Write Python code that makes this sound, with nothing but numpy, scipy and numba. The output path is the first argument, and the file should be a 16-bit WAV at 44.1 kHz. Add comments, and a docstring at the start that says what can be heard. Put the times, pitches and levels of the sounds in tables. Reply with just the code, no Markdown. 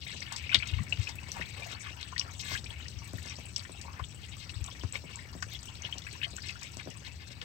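"""Water patters on wet rocks over a low outdoor rumble, close to the left microphone.
Thin streams trickle off stone spheres and land between two stone slabs, which echo them.
Drops smack the stone or trap short-lived bubbles and throw droplets; other bubbles gurgle and chirp.
Now and then a drop lands with a dull plop. A light breeze swells the rumble and puffs on the microphone."""
import sys
import numpy as np
from scipy import signal
from scipy.fft import rfft, irfft
from scipy.io import wavfile
from numba import njit

SR = 44100
rng = np.random.default_rng(int(sys.argv[2]) if len(sys.argv) > 2 else 0)


def wav_out(sig):
    """Save sig, one row per channel (or a flat mono array), as 16-bit PCM at SR to the path in sys.argv[1]."""
    wavfile.write(sys.argv[1], SR, np.round(np.clip(np.atleast_2d(sig).T, -1, 1) * 32767).astype(np.int16))


N = 328104
TIME_S = np.arange(N) / SR


def undb(db):
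    """Decibels to gain."""
    return 10 ** (np.asarray(db) / 20)


def unit(x):
    """Scale to rms 1."""
    return x / np.sqrt(np.mean(x ** 2))


def curve(rows, column):
    """One column of a time table, interpolated per sample."""
    rows = np.array(rows)
    return np.interp(TIME_S, rows[:, 0], rows[:, column])


def colour(x, points, size=8192):
    """Minimum-phase filter through (Hz, dB) points."""
    hz, db = np.transpose(points)
    bin_hz = np.maximum(np.arange(size // 2 + 1) * SR / size, 1)
    cepstrum = irfft(np.log(undb(np.interp(np.log(bin_hz), np.log(hz), db))))
    cepstrum[1:size // 2] *= 2
    cepstrum[size // 2 + 1:] = 0
    return signal.fftconvolve(x, irfft(np.exp(rfft(cepstrum)))[None], axes=1)[:, :N]


def add(track, start_s, sound):
    """Mix in a short sound."""
    i = int(np.clip(start_s * SR, 0, N - 1))
    track[..., i:i + sound.shape[-1]] += sound[..., :N - i]


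def scattered_times(count, jitter_slots=2):
    """Evenly spaced times in seconds, each delayed at random."""
    return (np.arange(count) + jitter_slots * rng.random(count)) * N / SR / count


def gushes(start_s, depth_db, rate_hz=14):
    """The streams arrive in uneven gushes: a wandering factor per drop."""
    knots_s = np.arange(0, N / SR + 1, 1 / rate_hz)
    strength = np.clip(rng.standard_normal(len(knots_s)), -2, 1.2)
    return undb(depth_db * np.interp(start_s, knots_s, strength))


@njit
def bubbles(start_s, hz, cycles, gain, glide, swell):
    """Damped sines: 1/e life in cycles, relative pitch glide per life, swell as a share of life."""
    out = np.zeros(N)
    for k in range(len(start_s)):
        start, phase = max(int(start_s[k] * SR), 0), 0.
        life = max(cycles[k], .3) / hz[k] * SR
        for i in range(min(int(5 * life), N - start)):
            age = i / life
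            phase += 2 * np.pi * min(hz[k] * (1 + glide[k] * age) / SR, .45)
            out[start + i] += gain[k] * np.exp(-age) * (1 - np.exp(-age / swell)) * np.sin(phase)
    return out


def droplets(start_s, hz, gain, delay_s, spread, cycles, count, swell=.11):
    """Each splash throws droplets that land just after it; late ones are weaker and higher."""
    late = rng.exponential(1, (len(start_s), count))
    pitch, weight, bend = np.moveaxis(rng.standard_normal((len(start_s), count, 3)), 2, 0)
    land_s = start_s[:, None] + delay_s * late
    ring_hz = np.clip(hz[:, None] * np.exp(spread * pitch + .07 * (late - 1)), 450, 15000)
    ring_gain = gain[:, None] * weight * np.exp(-.6 * late)
    return bubbles(land_s.ravel(), ring_hz.ravel(), np.full(late.size, cycles), ring_gain.ravel(),
                   glide=.04 + .04 * bend.ravel(), swell=swell)


# The right port faces away from the water. 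Each row: frequency in Hz, gain in dB.
RIGHT_SHADOW = [(200, -8.5), (1000, -8.5), (2200, -13.5), (4500, -13), (8000, -13.5), (13000, -3)]


def slabs(x, echo_db, echo_t60_s, tail_db, tail_t60_s, left_lag_s=.0003):
    """Stereo direct sound, flutter echo between the slabs and a short tail; the right port is shaded."""
    t = np.arange(SR // 4) / SR
    reflections = rng.standard_normal((2, len(t))) * (rng.random((2, len(t))) < .03) * (t > .0015)
    flutter = reflections * undb(-60 * t / echo_t60_s)
    tail = rng.standard_normal((2, len(t))) * undb(-60 * t / tail_t60_s) * (t > .008)
    response = (undb(echo_db) * unit(flutter) + undb(tail_db) * unit(tail)) / np.sqrt(len(t))
    response[0, int(left_lag_s * SR)] += 1
    response[1, 0] += 1
    left, right = signal.fftconvolve(np.broadcast_to(x, (2, N)), response, axes=1)[:, :N]
    return np.vstack([left, colour(right[None], RIGHT_SHADOW)])


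# Flow on the rocks. Each row: time in seconds, relative patter and spray levels in dB.
FLOW_LEVELS = [(0.0, -55, -51.5), (0.2, -52, -57.5), (0.62, -54, -58.5), (1.04, -56, -71),
               (1.33, -52.5, -52.5), (1.72, -52, -58), (2.02, -55, -56), (2.48, -59.5, -48.5),
               (2.75, -55.5, -58.5), (3.27, -61.5, -53), (3.45, -57.5, -59), (4.6, -58, -57.5),
               (5.24, -56.5, -59.5), (5.55, -58.5, -51.5), (5.95, -54.5, -55), (6.67, -59, -53.5),
               (7.07, -57.5, -59.5), (7.44, -60.5, -68)]
# Patter tone. Each row: frequency in Hz, gain in dB.
PATTER_EQ = [(300, -26.5), (800, -1.5), (1400, -10), (2000, -6.5), (2700, -0.5), (3600, -8.5), (5000, -2.5),
             (8000, -2.5), (15000, -15)]


def patter(count=980, cycles=4.6):
    """Small drops, each with a short bubble and droplets; pitch and level wander with the gushes."""
    start_s = scattered_times(count)
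    pitch, life, weight, bend = rng.standard_normal((count, 4)).T
    hz = np.clip(2600 * np.exp(.45 * pitch) * gushes(start_s, depth_db=1.5), 900, 7500)
    gain = gushes(start_s, depth_db=2.8) * undb(4 * np.clip(weight, -2, 1)) * (hz / 2650) ** .3
    rings = bubbles(start_s, hz, cycles * np.exp(.3 * life), gain, glide=.06 + .04 * bend, swell=.5)
    splash = droplets(start_s, hz, gain * undb(-2), delay_s=.01, spread=.284, cycles=2.24, count=5)
    echoed = slabs(rings + splash, echo_db=-1, echo_t60_s=.04, tail_db=-6, tail_t60_s=.2)
    return unit(colour(echoed, PATTER_EQ)) * undb(curve(FLOW_LEVELS, column=1) + .73)


# Breeze strength. Each row: time in seconds, relative level in dB.
BREEZE_LEVELS = [(0.0, -55.5), (0.85, -51), (2.1, -55.5), (2.5, -53), (4.3, -54.5), (4.9, -54),
                 (7.44, -55.5)]
# Outdoor air spectrum. Each row: frequency in Hz, gain in dB.
RUMBLE_EQ = [(25, -74), (38, -3.5), (55, -8.5), (76, -0.5), (110, -4), (160, -12.5), (250, -20.5),
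             (500, -31.5), (1000, -35), (3000, -39), (9000, -40)]


def rumble():
    """Low outdoor air swells with the breeze, partly shared by both ports, louder on the left."""
    shared, per_port = rng.standard_normal(N), rng.standard_normal((2, N))
    air = unit(colour(shared + .58 * per_port, RUMBLE_EQ))
    return air * undb(curve(BREEZE_LEVELS, column=1) + 4) * undb([[3], [-3]])


# Spray tone. Each row: frequency in Hz, gain in dB.
SPRAY_EQ = [(300, -5), (2500, -4), (4000, -5), (8000, 1), (15000, -7.5)]


def spray(count=620):
    """Tight clusters of minute drops ring very briefly."""
    start_s = scattered_times(count)
    pitch, weight = rng.standard_normal((count, 2)).T
    hz = 5600 * np.exp(.22 * pitch)
    gain = gushes(start_s, depth_db=2.8) * undb(3.2 * np.clip(weight, -2, 1))
    fizz = droplets(start_s, hz, gain, delay_s=.006, spread=.2, cycles=3.2, count=6, swell=.45)
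    echoed = slabs(fizz, echo_db=-1, echo_t60_s=.04, tail_db=-4, tail_t60_s=.2)
    return unit(colour(echoed, SPRAY_EQ)) * undb(curve(FLOW_LEVELS, column=2) - 1.94)


def ticks(count=260, hz=12500.):
    """The finest drops tick brightly on bare stone."""
    start_s = rng.random(count) * N / SR
    gain = undb(4 * np.clip(rng.standard_normal(count), -2, .8))
    clicks = droplets(start_s, np.full(count, hz), gain,
                      delay_s=.0032, spread=.33, cycles=1.3, count=6, swell=.18)
    echoed = slabs(clicks, echo_db=-4, echo_t60_s=.04, tail_db=-7, tail_t60_s=.2)
    return unit(echoed) * undb(curve(FLOW_LEVELS, column=2) - 6.5)


# Tone of the smacks and spatters: nearly flat, with a slight dip near 900 Hz.
# Each row: frequency in Hz, gain in dB.
IMPACT_EQ = [(300, -3), (900, -5), (1700, -2), (6000, -2.5), (13000, -2)]
# A stream wanders over stone and puddles.
# Each row: start and end in seconds, relative level in dB, bubble pitch in Hz, ring in cycles.
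SPATTER_RUNS = [(0.015, 0.048, -48.5, 3770, 10.6), (0.071, 0.141, -47.5, 2940, 5),
                (0.216, 0.231, -47, 3660, 1.3), (0.304, 0.343, -45.5, 2860, 3.4),
                (0.366, 0.386, -46.5, 5070, 1.4), (0.432, 0.471, -49.5, 2470, 11),
                (0.512, 0.545, -41, 2500, 4.1), (0.661, 0.713, -43.5, 3020, 5.5),
                (0.722, 0.799, -50.5, 2800, 4.1), (0.675, 0.694, -54, 6500, 1.2),
                (0.989, 1.055, -45.5, 3880, 1.6), (1.077, 1.114, -46, 3800, 1.3),
                (1.326, 1.415, -57, 3900, 0.4), (1.338, 1.388, -50, 1380, 2.4),
                (1.403, 1.426, -44.5, 2300, 3), (1.483, 1.503, -51, 7250, 8.7),
                (1.535, 1.653, -49.5, 1700, 0.7), (1.689, 1.745, -45, 3280, 1.05),
                (1.798, 1.825, -46.5, 7030, 18), (1.838, 1.913, -47.5, 2310, 3.4),
                (1.998, 2.026, -48, 2880, 2.8), (2.395, 2.42, -40.5, 4620, 3.2),
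                (2.435, 2.51, -43.5, 2950, 1.8), (2.501, 2.549, -38.5, 3260, 1.6),
                (2.495, 2.565, -47.5, 1850, 3.7), (2.484, 2.553, -46, 13100, 2.2),
                (2.568, 2.595, -45.5, 4940, 2.2), (2.77, 2.849, -61, 2720, 5.2),
                (3.226, 3.332, -49, 2860, 2.4), (3.989, 4.008, -44.5, 1130, 1.7),
                (4.222, 4.256, -51, 3340, 5), (4.316, 4.337, -49, 3040, 6.5),
                (4.385, 4.445, -50.5, 3650, 2.9), (4.493, 4.506, -48, 3900, 1.2),
                (4.935, 4.975, -43, 3630, 0.59), (5.092, 5.115, -50.5, 3020, 0.84),
                (5.511, 5.555, -47.5, 3290, 4.6), (5.84, 5.875, -49, 2880, 4),
                (6.224, 6.254, -40.5, 2960, 4.8), (6.434, 6.505, -46, 3340, 2.6),
                (6.613, 6.681, -55.5, 2750, 3.7), (6.784, 6.813, -46.5, 2140, 1.8),
                (7.049, 7.081, -46.5, 3340, 2.4), (7.199, 7.237, -52.5, 2400, 2.1),
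                (7.269, 7.287, -49.5, 5400, 3), (7.305, 7.33, -49.5, 4250, 1.6),
                (7.416, 7.436, -49, 2380, 0.66)]


def spatters(count=120, scatter_db=6, mist_hz=11000., mist_db=-12.5):
    """Runs of tiny drops crest and thin out under a bright mist; longer rings keep closer to one pitch."""
    out = np.zeros(N)
    for start_s, end_s, db, hz, cycles in SPATTER_RUNS:
        span_s = end_s - start_s
        land_s = rng.triangular(start_s - .2 * span_s, start_s + .55 * span_s, end_s + .2 * span_s, count)
        pitch, size, bend = rng.standard_normal((3, count))
        gain = undb(scatter_db * np.clip(size, -2, 1.6)) * np.sign(size)
        ring_hz = np.clip(hz * np.exp(.55 * pitch / np.sqrt(max(cycles, .5))), 600, 14000)
        run = bubbles(land_s, ring_hz, np.full(count, float(cycles)), gain * np.sqrt(ring_hz),
                      glide=.03 + .03 * bend, swell=.1)
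        mist = droplets(land_s, np.full(count, mist_hz), gain,
                        delay_s=.0014, spread=.56, cycles=.49, count=1)
        out += (unit(run) + undb(mist_db) * unit(mist)) * undb(db) * np.sqrt(span_s * SR / N)
    return slabs(colour(out[None], IMPACT_EQ), echo_db=1, echo_t60_s=.023, tail_db=-17, tail_t60_s=.1)


def taps(count=170, hz=640, cycles=.9, rms_db=-70.5):
    """Slow drips tap dully on the lower rocks."""
    start_s = scattered_times(count)
    pitch, weight = rng.standard_normal((count, 2)).T
    gain = undb(3.5 * np.clip(weight, -2, 1))
    knocks = bubbles(start_s, hz * np.exp(.5 * pitch), np.full(count, cycles), gain,
                     glide=np.zeros(count), swell=.25)
    return unit(slabs(knocks, echo_db=-3, echo_t60_s=.04, tail_db=-8, tail_t60_s=.15)) * undb(rms_db)


def chirp(hz, rise_oct, length_s, attack_s=.00014, burst_s=.00039):
    """A bubble under a thinning film: its pitch climbs ever faster, then it bursts."""
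    t = np.arange(int(length_s * SR) + 2) / SR
    age = t / t[-1]
    pitch_hz = hz * 2 ** (rise_oct * age ** 1.84)
    envelope = (1 - np.exp(-t / attack_s)) * np.exp(-.89 * age) * np.minimum((t[-1] - t) / burst_s, 1)
    return envelope / envelope.max() * np.sin(2 * np.pi * np.cumsum(pitch_hz) / SR)


# The loudest rising bubbles.
# Each row: start in seconds, level in dB, starting pitch in Hz, rise in octaves, length in seconds.
SURFACING_BUBBLES = [(0.066, -36.5, 2080, 0.42, 0.011), (0.103, -41, 1950, .35, 0.008),
                     (0.341, -44.5, 1110, 0.5, 0.012), (0.493, -27, 2200, 0.43, 0.0098),
                     (0.516, -29, 2460, .3, 0.013), (0.6, -31, 2160, 0.49, 0.0082),
                     (0.624, -25.5, 2210, 0.65, .009), (1.071, -28.5, 2440, 0.44, 0.0073),
                     (1.622, -38, 2340, 0.2, 0.019), (1.865, -41, 1110, 0.61, 0.0072),
                     (1.928, -42, 2720, 0.16, 0.008), (2.278, -45, 1290, 0.6, 0.017),
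                     (2.551, -29.5, 1586, 0.95, 0.016), (2.66, -37, 2250, 1, 0.0092),
                     (3.319, -39.5, 2250, 0.45, 0.0085), (4.541, -45, 3480, 0.39, 0.0091),
                     (4.557, -44.5, 4230, 0.22, .008), (4.81, -41.5, 3050, 0.38, 0.0096),
                     (5.548, -37, 3260, 0.3, 0.012), (5.682, -39.5, 2920, 0.33, 0.008),
                     (5.8494, -27, 2900, 0.38, 0.0048), (6.067, -40.5, 1620, 0.46, .011),
                     (6.086, -40, 2020, 0.29, 0.0089), (6.154, -47, 980, 0.22, 0.01),
                     (6.2285, -33.5, 1650, 0.55, 0.0055), (6.235, -41, 2070, 0.38, 0.013),
                     (6.42, -36, 4600, 0.35, 0.0066), (6.555, -42.5, 1360, 0.5, 0.0098),
                     (6.648, -42, 2130, 0.3, 0.0096), (6.797, -38, 2250, 0.46, 0.0073),
                     (6.908, -42, 2800, .15, 0.0076), (7.071, -42, 2070, 0.68, 0.012),
                     (7.207, -56, 1950, 0.38, 0.018)]


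def surfacing():
    """Single bubbles reach the surface and chirp until they burst."""
    out = np.zeros(N)
    for start_s, db, hz, rise_oct, length_s in SURFACING_BUBBLES:
        add(out, start_s, undb(db) * chirp(hz, rise_oct, length_s))
    return slabs(out, echo_db=-2, echo_t60_s=.032, tail_db=-9.5, tail_t60_s=.054)


def gurgles(count=56, per_run=6, base_hz=2205, gap_s=.012, rise_oct_per_s=4.95):
    """A stream digs into a puddle and frees a quick run of ever smaller, higher chirping bubbles."""
    run_s = scattered_times(count, jitter_slots=1)
    delay_s = np.cumsum(gap_s * rng.exponential(1, (count, per_run)), axis=1)
    first_hz = base_hz * np.exp(.29 * np.clip(rng.standard_normal((count, 1)), -1, 1.8))
    bubble_s = (run_s[:, None] + delay_s).ravel()
    bubble_hz = (first_hz * 2 ** (rise_oct_per_s * delay_s)).ravel()
    scatter = np.clip(rng.standard_normal((count * per_run, 4)), -2, 1.3)
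    runs = np.zeros(N)
    for start_s, hz, (pitch, weight, bend, life) in zip(bubble_s, bubble_hz, scatter):
        ring = chirp(hz * np.exp(.07 * pitch), rise_oct=.32 * np.exp(.4 * bend),
                     length_s=.00604 * np.exp(.3 * life))
        add(runs, start_s, undb(2.5 * weight) * ring)
    echoed = slabs(runs, echo_db=4.5, echo_t60_s=.025, tail_db=-2, tail_t60_s=.25)
    return unit(echoed) * undb(curve(FLOW_LEVELS, column=1) - 6.5)


# The loudest drops on bare stone. Each row: start in seconds, relative level in dB, pitch in Hz.
STONE_SMACKS = [(0.127, -27.5, 3980), (0.324, -17.5, 6950), (0.3622, -18.5, 5750), (0.545, -2, 3430),
                (0.5467, -14, 3300), (0.552, -16, 3140), (0.6737, -21, 6260), (0.632, -30, 1520),
                (0.834, -25.5, 7800), (0.973, -28, 3400), (1.091, -19, 5500), (1.155, -20, 10600),
                (1.318, -18, 11500), (1.646, -29, 5230), (1.6686, -22, 12500), (2.011, -26, 6000),
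                (2.1943, -20, 4650), (2.339, -32, 5700), (2.395, -23, 4870), (2.4513, -26, 13000),
                (2.532, -25, 4500), (2.5505, -27, 2960), (3.0767, -24, 12000), (3.1725, -22, 12000),
                (3.259, -27, 5800), (3.814, -22, 6450), (4.796, -28, 5000), (5.5338, -20, 12500),
                (3.228, -22, 9100), (3.564, -23, 5970), (4.4939, -26, 4050), (4.955, -26, 2670),
                (5.425, -15, 6000), (5.63, -23, 6900), (6.128, -26.5, 7100), (6.297, -51, 4500),
                (6.359, -27, 12500), (6.486, -22, 4940), (6.506, -29, 5960), (6.614, -29, 6000),
                (6.631, -24, 6300), (6.902, -27, 6340), (7.415, -27, 4460)]


def smacks(cycles=.94):
    """The water film bursts in a cycle or two, with a crack of finer drops."""
    start_s, db, hz = np.transpose(STONE_SMACKS)
    burst = bubbles(start_s, hz, np.full(len(hz), cycles), undb(db + 8.5),
                    glide=np.zeros(len(hz)), swell=.54)
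    crack = droplets(start_s, 1.4 * hz, undb(db - 9), delay_s=.00035, spread=.45, cycles=1.1, count=8)
    impacts = colour((burst + crack)[None], IMPACT_EQ)
    return slabs(impacts, echo_db=-.5, echo_t60_s=.012, tail_db=-5, tail_t60_s=.083)


# Drops that land dully. Each row: start in seconds, level in dB, starting pitch in Hz.
DULL_PLOPS = [(0.145, -48, 1100), (0.55, -38, 760), (1.285, -48, 1630), (1.396, -37.5, 894),
              (1.723, -48, 1110), (1.905, -49, 1510), (2.247, -47, 1700), (2.516, -40.5, 1440),
              (2.639, -47, 895), (3.135, -34.5, 750), (3.254, -43.5, 1350), (3.386, -44.5, 1040),
              (3.694, -41, 1170), (3.849, -48, 940), (4.752, -54, 870), (4.836, -36.5, 680),
              (5.04, -43, 760), (5.351, -39, 720), (5.845, -45.5, 870), (5.954, -46.5, 1390),
              (6.334, -46.5, 910), (6.769, -43, 726), (6.861, -43.5, 770), (6.873, -36, 990)]


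def plops(sink_s=.0022, end_hz=65, attack_s=.0001, fade_s=.013):
    """Soft heavy impacts: a dull splat whose pitch sinks, quickly at first, into a thud."""
    thuds, t = np.zeros(N), np.arange(SR // 12) / SR
    envelope = (1 - np.exp(-t / attack_s)) * np.exp(-t / fade_s)
    for start_s, db, hz in DULL_PLOPS:
        pitch_hz = end_hz + (hz - end_hz) / (1 + t / sink_s) ** 1.218
        add(thuds, start_s, undb(db) * envelope * np.sin(2 * np.pi * np.cumsum(pitch_hz) / SR))
    start_s, db, hz = np.transpose(DULL_PLOPS)
    splat = droplets(start_s, hz, undb(db + 7), delay_s=.00204, spread=.51, cycles=.36, count=3)
    return slabs(thuds + splat, echo_db=-4, echo_t60_s=.044, tail_db=-4, tail_t60_s=.09)


# The loudest drops that trap a bubble.
# Each row: start in seconds, relative level in dB, bubble pitch in Hz, ring in cycles.
BUBBLE_DROPS = [(0.205, -32, 5800, 4), (0.221, -36, 2100, 4.4), (0.226, -33, 4940, 6),
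                (0.265, -45, 3050, 6), (0.439, -37, 2470, 8.8), (1.459, -47, 4400, 5.9),
                (0.363, -31, 4860, 4.2), (0.468, -36.5, 2720, 6.8), (0.525, -36, 1580, 5.6),
                (0.531, -25, 3020, 3.4), (0.5466, -14, 3780, 3.3), (0.5503, -23.5, 2055, 4.2),
                (0.555, -18.5, 3740, 4), (0.587, -29.5, 4500, 3), (0.7354, -34, 2860, 8.1),
                (0.783, -38, 2170, 2.4), (0.789, -40, 1170, 1.9), (0.9238, -20.5, 2790, 6.5),
                (1.381, -52, 1250, 2), (1.75, -39, 4350, 6), (2.855, -45, 1920, 3.8),
                (3.182, -42.5, 1800, 4), (3.365, -38, 5600, 8.8), (1.184, -40.5, 2580, 10),
                (1.3173, -25, 5940, 5.3), (1.412, -32, 1950, 4.7), (1.4213, -31, 2660, 3),
                (2.029, -24.5, 3980, 1.04), (2.124, -42, 1140, 3), (2.1614, -33, 1940, 4.8),
                (2.18, -19, 4500, 0.97), (2.1957, -14.5, 5500, 3.9), (2.212, -28.5, 2900, 2.6),
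                (2.5758, -33, 3200, 3.7), (2.643, -30, 5200, 1.8), (2.703, -37.5, 3200, 4.5),
                (2.783, -51, 2770, 7), (2.807, -43, 3080, 8.4), (2.883, -29, 5270, 2.4),
                (3.4556, -36, 8420, 9.9), (3.5619, -17, 5600, 3.3), (3.58, -26, 7800, 1.9),
                (3.594, -30.5, 4440, 2.5), (3.651, -39, 1830, 1.8), (3.9955, -35.5, 1040, 2.2),
                (4.039, -34.5, 3430, 3.3), (4.4935, -39.5, 2700, 10), (4.6419, -23.5, 6740, 1.4),
                (4.662, -35, 7340, 7.3), (4.677, -39, 3440, 3), (4.683, -42, 1050, 1.6),
                (4.713, -42, 3300, 5.9), (4.9246, -28, 7680, 4.3), (4.954, -31.5, 2250, 6.2),
                (5.1577, -27, 7420, 3.5), (5.189, -40.5, 2030, 5.2), (5.4255, -27, 1620, 1.5),
                (5.333, -44, 4700, 6.7), (5.534, -44, 4570, 5), (5.821, -31, 6400, 7.4),
                (5.9252, -29, 3170, 8.4), (5.9824, -22, 5970, 1.15), (6.066, -39, 2420, 6.6),
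                (6.2152, -32, 2630, 3.9), (6.232, -26.5, 3020, 5.9), (6.243, -27.5, 3140, 6.8),
                (6.3658, -24.5, 6870, 2.5), (6.381, -39, 1530, 3.8), (6.491, -33.5, 2660, 6.4),
                (6.622, -42, 2540, 10), (6.77, -24, 6800, 0.91), (6.972, -35, 8300, 4.5),
                (7.415, -29.5, 3250, 1.5)]


def ringing_drops(mean_glide=.045, right_db=-2.5):
    """A trapped bubble rings, rising in pitch as it nears the surface; smaller droplets fall back."""
    start_s, db, hz, cycles = np.transpose(BUBBLE_DROPS)
    glide = mean_glide * (1 + .5 * rng.standard_normal(len(hz)))
    ring = bubbles(start_s, hz / (1 + mean_glide), cycles, undb(db + 9), glide, swell=.31)
    panned = ring * undb([[0], [right_db]])
    splash_db = -24.5 + .45 * db  # a harder drop throws only slightly louder droplets
    splash = droplets(start_s + .002, hz + 300, undb(splash_db),
                      delay_s=.008, spread=.26, cycles=3., count=10)
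    return slabs(panned + splash, echo_db=-3.5, echo_t60_s=.012, tail_db=-10, tail_t60_s=.07)


# Air on the microphone. Each row: centre in seconds, relative level in dB, pitch in Hz.
AIR_PUFFS = [(0.582, -36, 101), (0.738, -25, 78.5), (0.772, -29.5, 83.5), (0.801, -30.5, 96),
             (0.821, -33, 136), (0.813, -37.5, 196), (0.999, -24.5, 94), (2.542, -36, 95),
             (2.973, -36.5, 92), (3.152, -35.5, 100), (4.023, -34, 88), (4.57, -32, 92), (4.621, -29.5, 74),
             (4.851, -29.5, 94.5)]


def puffs(half_width_s=.0081):
    """Brief puffs of air thump mainly on the left port."""
    out, t = np.zeros(N), np.arange(-SR // 20, SR // 20) / SR
    envelope = np.exp(-(t / half_width_s) ** 2)
    for centre_s, db, hz in AIR_PUFFS:
        add(out, centre_s + t[0], undb(db) * envelope * np.cos(2 * np.pi * hz * t))
    return out * undb([[5], [-16]])


def scene():
    """Water close by, over the breeze."""
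    water = ringing_drops() + surfacing() + smacks() + spatters() + gurgles()
    water += patter() + spray() + ticks() + taps() + plops()
    return water + rumble() + puffs()


# Response of the microphone ports. Each row: frequency in Hz, gain in dB.
PORT_EQ = [(25, -10), (40, -12.5), (60, 3), (4500, 3.5), (5150, 1), (5850, 3), (6900, -3), (7900, 6.5),
           (8800, -4.5), (9700, -16.5), (10700, -21), (12500, -9), (15500, -6)]


def record(dry, hiss_db=-75, top_hz=15800):
    """The ports colour the sound, faint hiss is added, peaks are clipped and the top is cut."""
    heard = colour(dry, PORT_EQ) + undb(hiss_db) * rng.standard_normal((2, N))
    lowpass = signal.ellip(10, .2, 70, top_hz, fs=SR, output="sos")
    return signal.sosfilt(lowpass, np.clip(heard, -.9, .9))


dry = scene()
out = record(dry)
wav_out(out)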